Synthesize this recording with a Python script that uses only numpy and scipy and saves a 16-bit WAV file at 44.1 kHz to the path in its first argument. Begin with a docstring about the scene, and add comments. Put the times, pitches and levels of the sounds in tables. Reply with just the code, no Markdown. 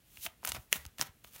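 """Overhand card shuffle

A deck of cards is shuffled overhand in a small quiet room, close to the microphone.
Packets slide off with a fine hiss and a lower rasp: coloured noise full of tiny catches.
They land with sharp, dry snaps and two hard slaps: scattered edge contacts ringing the deck.
The hands take each packet with a soft low thump, a damped sine; still air lies underneath."""
import sys
import numpy as np
from scipy import signal
from scipy.fft import rfft, irfft
from scipy.io import wavfile
from scipy.ndimage import uniform_filter1d

SR = 44100
rng = np.random.default_rng(int(sys.argv[2]) if len(sys.argv) > 2 else 0)


def dump(signal):
    """Clip the signal to [-1, 1] and save it as 16-bit WAV at the path in sys.argv[1]."""
    limited = np.clip(np.atleast_2d(signal).T, -1, 1)
    pcm = np.round(limited * 32767).astype(np.int16)
    wavfile.write(sys.argv[1], SR, pcm)


N = 61739
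TIME = np.arange(N) / SR   # seconds
HZ = np.maximum(np.fft.rfftfreq(2 * N, 1 / SR), 1)
HIT_SIZE = 4096   # samples in one snap or slap
HIT_HZ = np.maximum(np.fft.rfftfreq(HIT_SIZE, 1 / SR), 1)


def from_db(db):
    """Decibels to gain."""
    return 10 ** (np.asarray(db) / 20)


def rms_one(x):
    """Scale to unit rms."""
    return x / np.sqrt(np.mean(x ** 2) + 1e-20)


def at_hz(points, hz, axis=1):
    """Read a column of a table on a log-frequency axis."""
    table = np.array(points)
    return np.interp(np.log(hz), np.log(table[:, 0]), table[:, axis])


def coloured(x, spectrum):
    """Filter steady noise by a table of gains; unit rms."""
    shaped = rfft(x, 2 * N) * from_db(at_hz(spectrum, HZ))
    return rms_one(irfft(shaped)[:N])


def causal(db):
    """Minimum-phase response with the given gains: nothing sounds early."""
    cepstrum = irfft(np.log(from_db(db)))
    half = len(cepstrum) // 2
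    cepstrum[1:half] *= 2
    cepstrum[half + 1:] = 0
    return np.exp(rfft(cepstrum))


def add(out, start_s, sound):
    """Mix a sound in at a time."""
    start = int(np.clip(start_s * SR, 0, N - 1))
    out[start:start + len(sound)] += sound[:N - start]


# Still air of the room. Each row: frequency in Hz, relative level in dB.
AIR_COLOUR = [(20, -34), (33, -3), (48, -0.5), (100, -4), (170, -5.5), (300, -12), (1000, -23),
              (2600, -20.5), (5000, -26), (15000, -23.5)]
AIR_DB = -66   # rms level


def still_air():
    """Steady noise, strongest in the bass, as the quiet of the room."""
    return from_db(AIR_DB) * coloured(rng.standard_normal(N), AIR_COLOUR)


# Tiny catches of the paper grain: mean rate, mean rise in size, share of the power.
CATCHES_PER_S, CATCH_SPREAD_DB, CATCH_SHARE = 1700, 3.5, 0.52


def friction(spectrum):
    """Smooth rubbing mixed with many tiny catches of random size and sign."""
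    rise_db = CATCH_SPREAD_DB * np.minimum(rng.exponential(1, N), 4)
    sizes = from_db(rise_db) * rng.choice([-1, 1], N)
    catches = rms_one(sizes * (rng.random(N) < CATCHES_PER_S / SR))
    rubbing = rng.standard_normal(N)
    mixed = np.sqrt(CATCH_SHARE) * catches + np.sqrt(1 - CATCH_SHARE) * rubbing
    return coloured(mixed, spectrum)


# Card sliding on card, one list for each stroke.
# Each row: time in seconds, hiss level in dB, rasp level in dB.
SLIDE_STROKES = [
    [(0.06, -70, -88), (0.125, -60.5, -74.5), (0.205, -52.5, -73), (0.232, -39, -93), (0.241, -41, -86),
     (0.251, -36, -54), (0.267, -43, -50.5), (0.281, -60.5, -73), (0.34, -78, -76.5)],
    [(0.43, -62.5, -70), (0.466, -47, -51), (0.494, -37.5, -45.5), (0.509, -53.5, -56.5), (0.536, -51, -74),
     (0.553, -48, -41), (0.58, -61.5, -58.5), (0.62, -60, -75), (0.68, -78, -97)],
    [(0.70, -77, -100), (0.724, -43, -49.5), (0.741, -38, -51), (0.749, -44, -52), (0.759, -38, -42),
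     (0.792, -56, -60.5), (0.83, -58.5, -62.5), (0.89, -75, -68.5), (0.92, -91, -80)],
    [(0.96, -87, -99), (0.982, -60, -70), (0.996, -46, -45), (1.010, -45, -51.5), (1.024, -36.5, -40),
     (1.04, -58, -58.5), (1.072, -53, -53.5), (1.088, -84, -60.5), (1.13, -93, -82)],
    [(1.232, -87, -99.5), (1.243, -49, -66), (1.258, -64, -79.5), (1.274, -55.5, -63), (1.305, -65, -80.5),
     (1.362, -48, -56), (1.375, -55.5, -63), (1.40, -51.5, -62)],
]
# Colour of the light slide. Each row: frequency in Hz, relative level in dB.
HISS_COLOUR = [(1500, -16), (3000, -1), (4800, -4.5), (6300, -1.5), (8000, -3.5), (11500, 1), (15500, 1.5)]
# Colour of the pressed slide. Each row: frequency in Hz, relative level in dB.
RASP_COLOUR = [(40, -36), (130, 5.5), (300, -4.5), (700, -6), (1200, -0.5), (2000, -3), (2900, -3.5),
               (4000, -7), (8000, -18)]


def slides():
    """Card faces hiss as they slide, and rasp lower when pressed together."""
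    hiss, rasp, out = friction(HISS_COLOUR), friction(RASP_COLOUR), np.zeros(N)
    for stroke in SLIDE_STROKES:
        s, hiss_db, rasp_db = np.transpose(stroke)
        fade = np.interp(TIME, [s[0] - .02, s[0], s[-1], s[-1] + .02], [0, 1, 1, 0])
        hiss_gain = from_db(np.interp(TIME, s, hiss_db))
        rasp_gain = from_db(np.interp(TIME, s, rasp_db))
        out += fade * (hiss * hiss_gain + rasp * rasp_gain)
    return out


def edge_burst(scatter_ms, first):
    """Spectrum of one contact and a dying scatter of further edges, evened out broadly."""
    t_ms = np.arange(HIT_SIZE) * 1000 / SR
    burst = rng.standard_normal(HIT_SIZE) * np.exp(-t_ms / scatter_ms)
    burst[0] = first
    spectrum = rfft(burst)
    broad_power = uniform_filter1d(np.abs(spectrum) ** 2, size=61)
    return spectrum * causal(-10 * np.log10(broad_power + 1e-12))


# Short resonances of the cards. Each row: centre in Hz, boost in dB, half width in Hz.
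CARD_RESONANCES = [(653, 2.5, 40), (966, 5.5, 30), (1274, 4.5, 52), (2020, 0.5, 124), (2940, 3, 110),
                   (6400, 4, 172), (7290, 5, 100), (9300, 6, 280), (14400, 5.5, 330)]


def card_ring():
    """Response of the struck cards: narrow resonances added up in dB."""
    return causal(sum(boost_db / (1 + ((HIT_HZ - centre) / width) ** 2)
                      for centre, boost_db, width in CARD_RESONANCES))


# Card edges strike the deck. Each row: start in seconds, body, middle and treble levels in dB
# (relative to the deck's colour), ring in Hz, ring boost in dB, decay of the edge scatter in ms.
EDGE_SNAPS = [ (0.1719, -24.5, -18.5, -26, 2480, 7, 1.46), (0.2635, -4.5, -2.5, -13.5, 2980, 4.5, 2.26),
              (0.2698, -9, -15, -18, 2000, -1, 0.59), (0.4312, -16.5, -30, -46, 1040, 10, 1.0),
              (0.4376, -13, -25, -23.5, 1200, -8, 3.2), (0.446, -33, -40, -30, 5500, 14, 0.87),
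              (0.4493, -9, -5, -7, 1440, 11.5, 1.2), (0.453, -7.5, -34, -11, 12300, 16, 0.78),
              (0.4614, -22, -39, -15, 13000, 3, 3), (0.4644, -14, -10, -24, 1220, -10, 1),
              (0.474, -5, -8.5, -3.5, 7000, 3, 0.69), (0.4778, -11.5, -10.5, -8.5, 1000, 16.5, 2.2),
              (0.484, -18, -6, -44, 2620, -2, 0.66), (0.4903, -31, -11, -7.5, 8500, 8, 4.1),
              (0.512, -42, -15, -23, 2850, -14, 0.88), (0.5193, -3.5, -3.5, -4.5, 3920, 6, 1.18),
              (0.5475, -6, -10.5, -14, 1306, -1.5, 1.9), (0.5653, -5, -18, -18.5, 2300, 6, 4.5),
              (0.8524, -14.5, -9.5, -20.5, 2530, -7.5, 1), (0.8640, -53, -23.5, -19, 6100, 5, 0.88),
              (0.9841, -18, -9.5, -16.5, 2500, -3, 1.1), (0.9955, -10, -22, -18, 333, 17, 2.5),
              (1.0066, -21, -15, -13, 13000, 4, 1.3), (1.0201, -4, -11.5, -9, 1380, 2, 2.3),
              (1.2460, -14.5, -22, -34, 3830, 10, 0.86), (1.3625, -18.5, -33, -20, 2800, 11, 1.5), ]
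# Colour of the struck deck. Each row: frequency in Hz, relative level in dB.
DECK_COLOUR = [(40, -55), (110, -12), (190, -5.5), (300, -5.5), (450, -5.5), (680, 1), (1000, -4),
               (1500, -0.5), (1900, -3), (2400, 2.5), (3200, -1), (3900, -4), (4900, -2), (5700, -3),
               (7300, -4), (11000, -5.5), (15500, -7)]
BODY_HZ, MIDDLE_HZ, TREBLE_HZ = 1000, 2860, 8350
RING_OCTAVES = 0.36   # half width of the ring
FIRST_EDGE, SNAP_DB = 1.55, -2   # weight of the first contact against later edges; overall gain


def snaps():
    """Card edges hit the deck in short scattered bursts, each with its own colour and ring."""
    out, cards = np.zeros(N), card_ring()
    for start_s, body_db, middle_db, treble_db, ring_hz, ring_db, scatter_ms in EDGE_SNAPS:
        balance = [(BODY_HZ, body_db), (MIDDLE_HZ, middle_db), (TREBLE_HZ, treble_db)]
        ring = ring_db / (1 + (np.log2(HIT_HZ / ring_hz) / RING_OCTAVES) ** 2)
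        db = at_hz(DECK_COLOUR, HIT_HZ) + at_hz(balance, HIT_HZ) + ring + SNAP_DB
        add(out, start_s, irfft(edge_burst(scatter_ms, FIRST_EDGE) * causal(db) * cards))
    return out


# The hands take the packet.
# Each row: start in seconds, level in dB, frequency in Hz, time to fall 60 dB in seconds.
HAND_THUMPS = [(0.180, -50, 73, 0.085), (0.268, -51.5, 77, 0.08), (0.483, -43, 67, 0.13),
               (0.529, -43, 83, 0.092), (0.544, -43, 124.6, 0.123), (0.576, -37, 67, 0.077),
               (0.585, -38, 105, 0.056), (0.774, -48.5, 71, 0.23), (0.859, -36, 77, 0.062),
               (0.989, -45, 60.6, 0.082), (0.999, -43.5, 120, 0.046), (1.09, -40.5, 92.5, 0.036),
               (1.246, -52, 61, 0.085)]
THUMP_RISE_S = 0.0022


def thumps():
    """Soft, quickly damped low swings of deck and hand."""
    out = np.zeros(N)
    for start_s, db, hz, t60 in HAND_THUMPS:
        decay = from_db(db - 60 * TIME / t60)
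        rise = 1 - np.exp(-TIME / THUMP_RISE_S)
        add(out, start_s, decay * rise * np.sin(2 * np.pi * hz * TIME))
    return out


# A whole packet lands flat and hard. Each row: start in seconds, gain in dB,
# decay of the edge scatter in ms, colour as a list of (frequency in Hz, level in dB).
PACKET_SLAPS = [ (0.7279, 0, 0.42, [(50, -60), (170, -5), (270, -12), (420, 1.5), (620, 3.5), (780, -11),
                (950, 6), (1250, 0), (1650, 4.5), (1950, 13), (2300, 10.5), (2850, 14.5), (3300, 13),
                (3750, -6), (4100, 4), (4700, -12.5), (5500, 5), (7300, 3), (10000, 2), (13000, 1),
                (15000, -2)]), (1.0129, 0, 0.89, [(50, -52), (170, -1), (350, -25), (700, -5), (1150, -0.5),
                (1900, 0), (2800, -3), (3500, -0.5), (4400, 0), (4850, -3), (5500, 10.5), (6500, 1),
                (8000, -4.5), (11000, -6.5), (15000, -11)]), ]
SLAP_FIRST_EDGE = 4.1   # a flat landing: the first contact weighs far more than later edges


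def slaps():
    """Whole packets hit the deck: one strong contact, then a brief scatter of edges."""
    out, cards = np.zeros(N), card_ring()
    for start_s, db, scatter_ms, colour in PACKET_SLAPS:
        landing = causal(db + at_hz(colour, HIT_HZ))
        add(out, start_s, irfft(edge_burst(scatter_ms, SLAP_FIRST_EDGE) * landing * cards))
    return out


# Reverberation of the small room.
# Each row: frequency in Hz, relative level in dB, time to fall 60 dB in seconds.
ROOM_TAIL = [(150, -12.5, 0.16), (600, -11, 0.23), (1500, -12.5, 0.26), (2980, -16.5, 0.14),
             (6040, -19.5, 0.18), (13600, -27.5, 0.32)]
ROOM_BUILD_S = 0.0061


def room(x):
    """A diffuse noise tail in octave bands, each dying at its own rate."""
    response, white = np.zeros(N), rng.standard_normal((2, N))
    edges = np.geomspace(125, 16000, 8)
    for k, (low, high) in enumerate(zip(edges, edges[1:])):
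        hz = np.sqrt(low * high)
        build = 1 - np.exp(-TIME / ROOM_BUILD_S)
        decay = from_db(-60 * TIME / at_hz(ROOM_TAIL, hz, axis=2)) * build
        octave = signal.butter(2, [low, high], "band", fs=SR, output="sos")
        band = signal.sosfilt(octave, white[k % 2])   # neighbouring bands use different noise
        response += from_db(at_hz(ROOM_TAIL, hz)) * band * decay / np.sqrt(np.sum(decay ** 2))
    return signal.fftconvolve(x, response)[:N]


def scene():
    """Cards with their room tail, dry thumps of the hands, and still air."""
    cards = slides() + snaps() + slaps()
    return (cards + room(cards) + thumps() + still_air())[None]


LOW_CUT_HZ, CUTOFF_HZ = 36, 15800


def record(dry):
    """At the microphone the deepest bass is rolled off and the top is cut steeply."""
    low_cut = signal.butter(5, LOW_CUT_HZ, "high", fs=SR, output="sos")
    top_cut = signal.ellip(10, .2, 70, CUTOFF_HZ, fs=SR, output="sos")   # ripple, stop band in dB
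    return signal.sosfilt(top_cut, signal.sosfilt(low_cut, dry))


dry = scene()
out = record(dry)
dump(out)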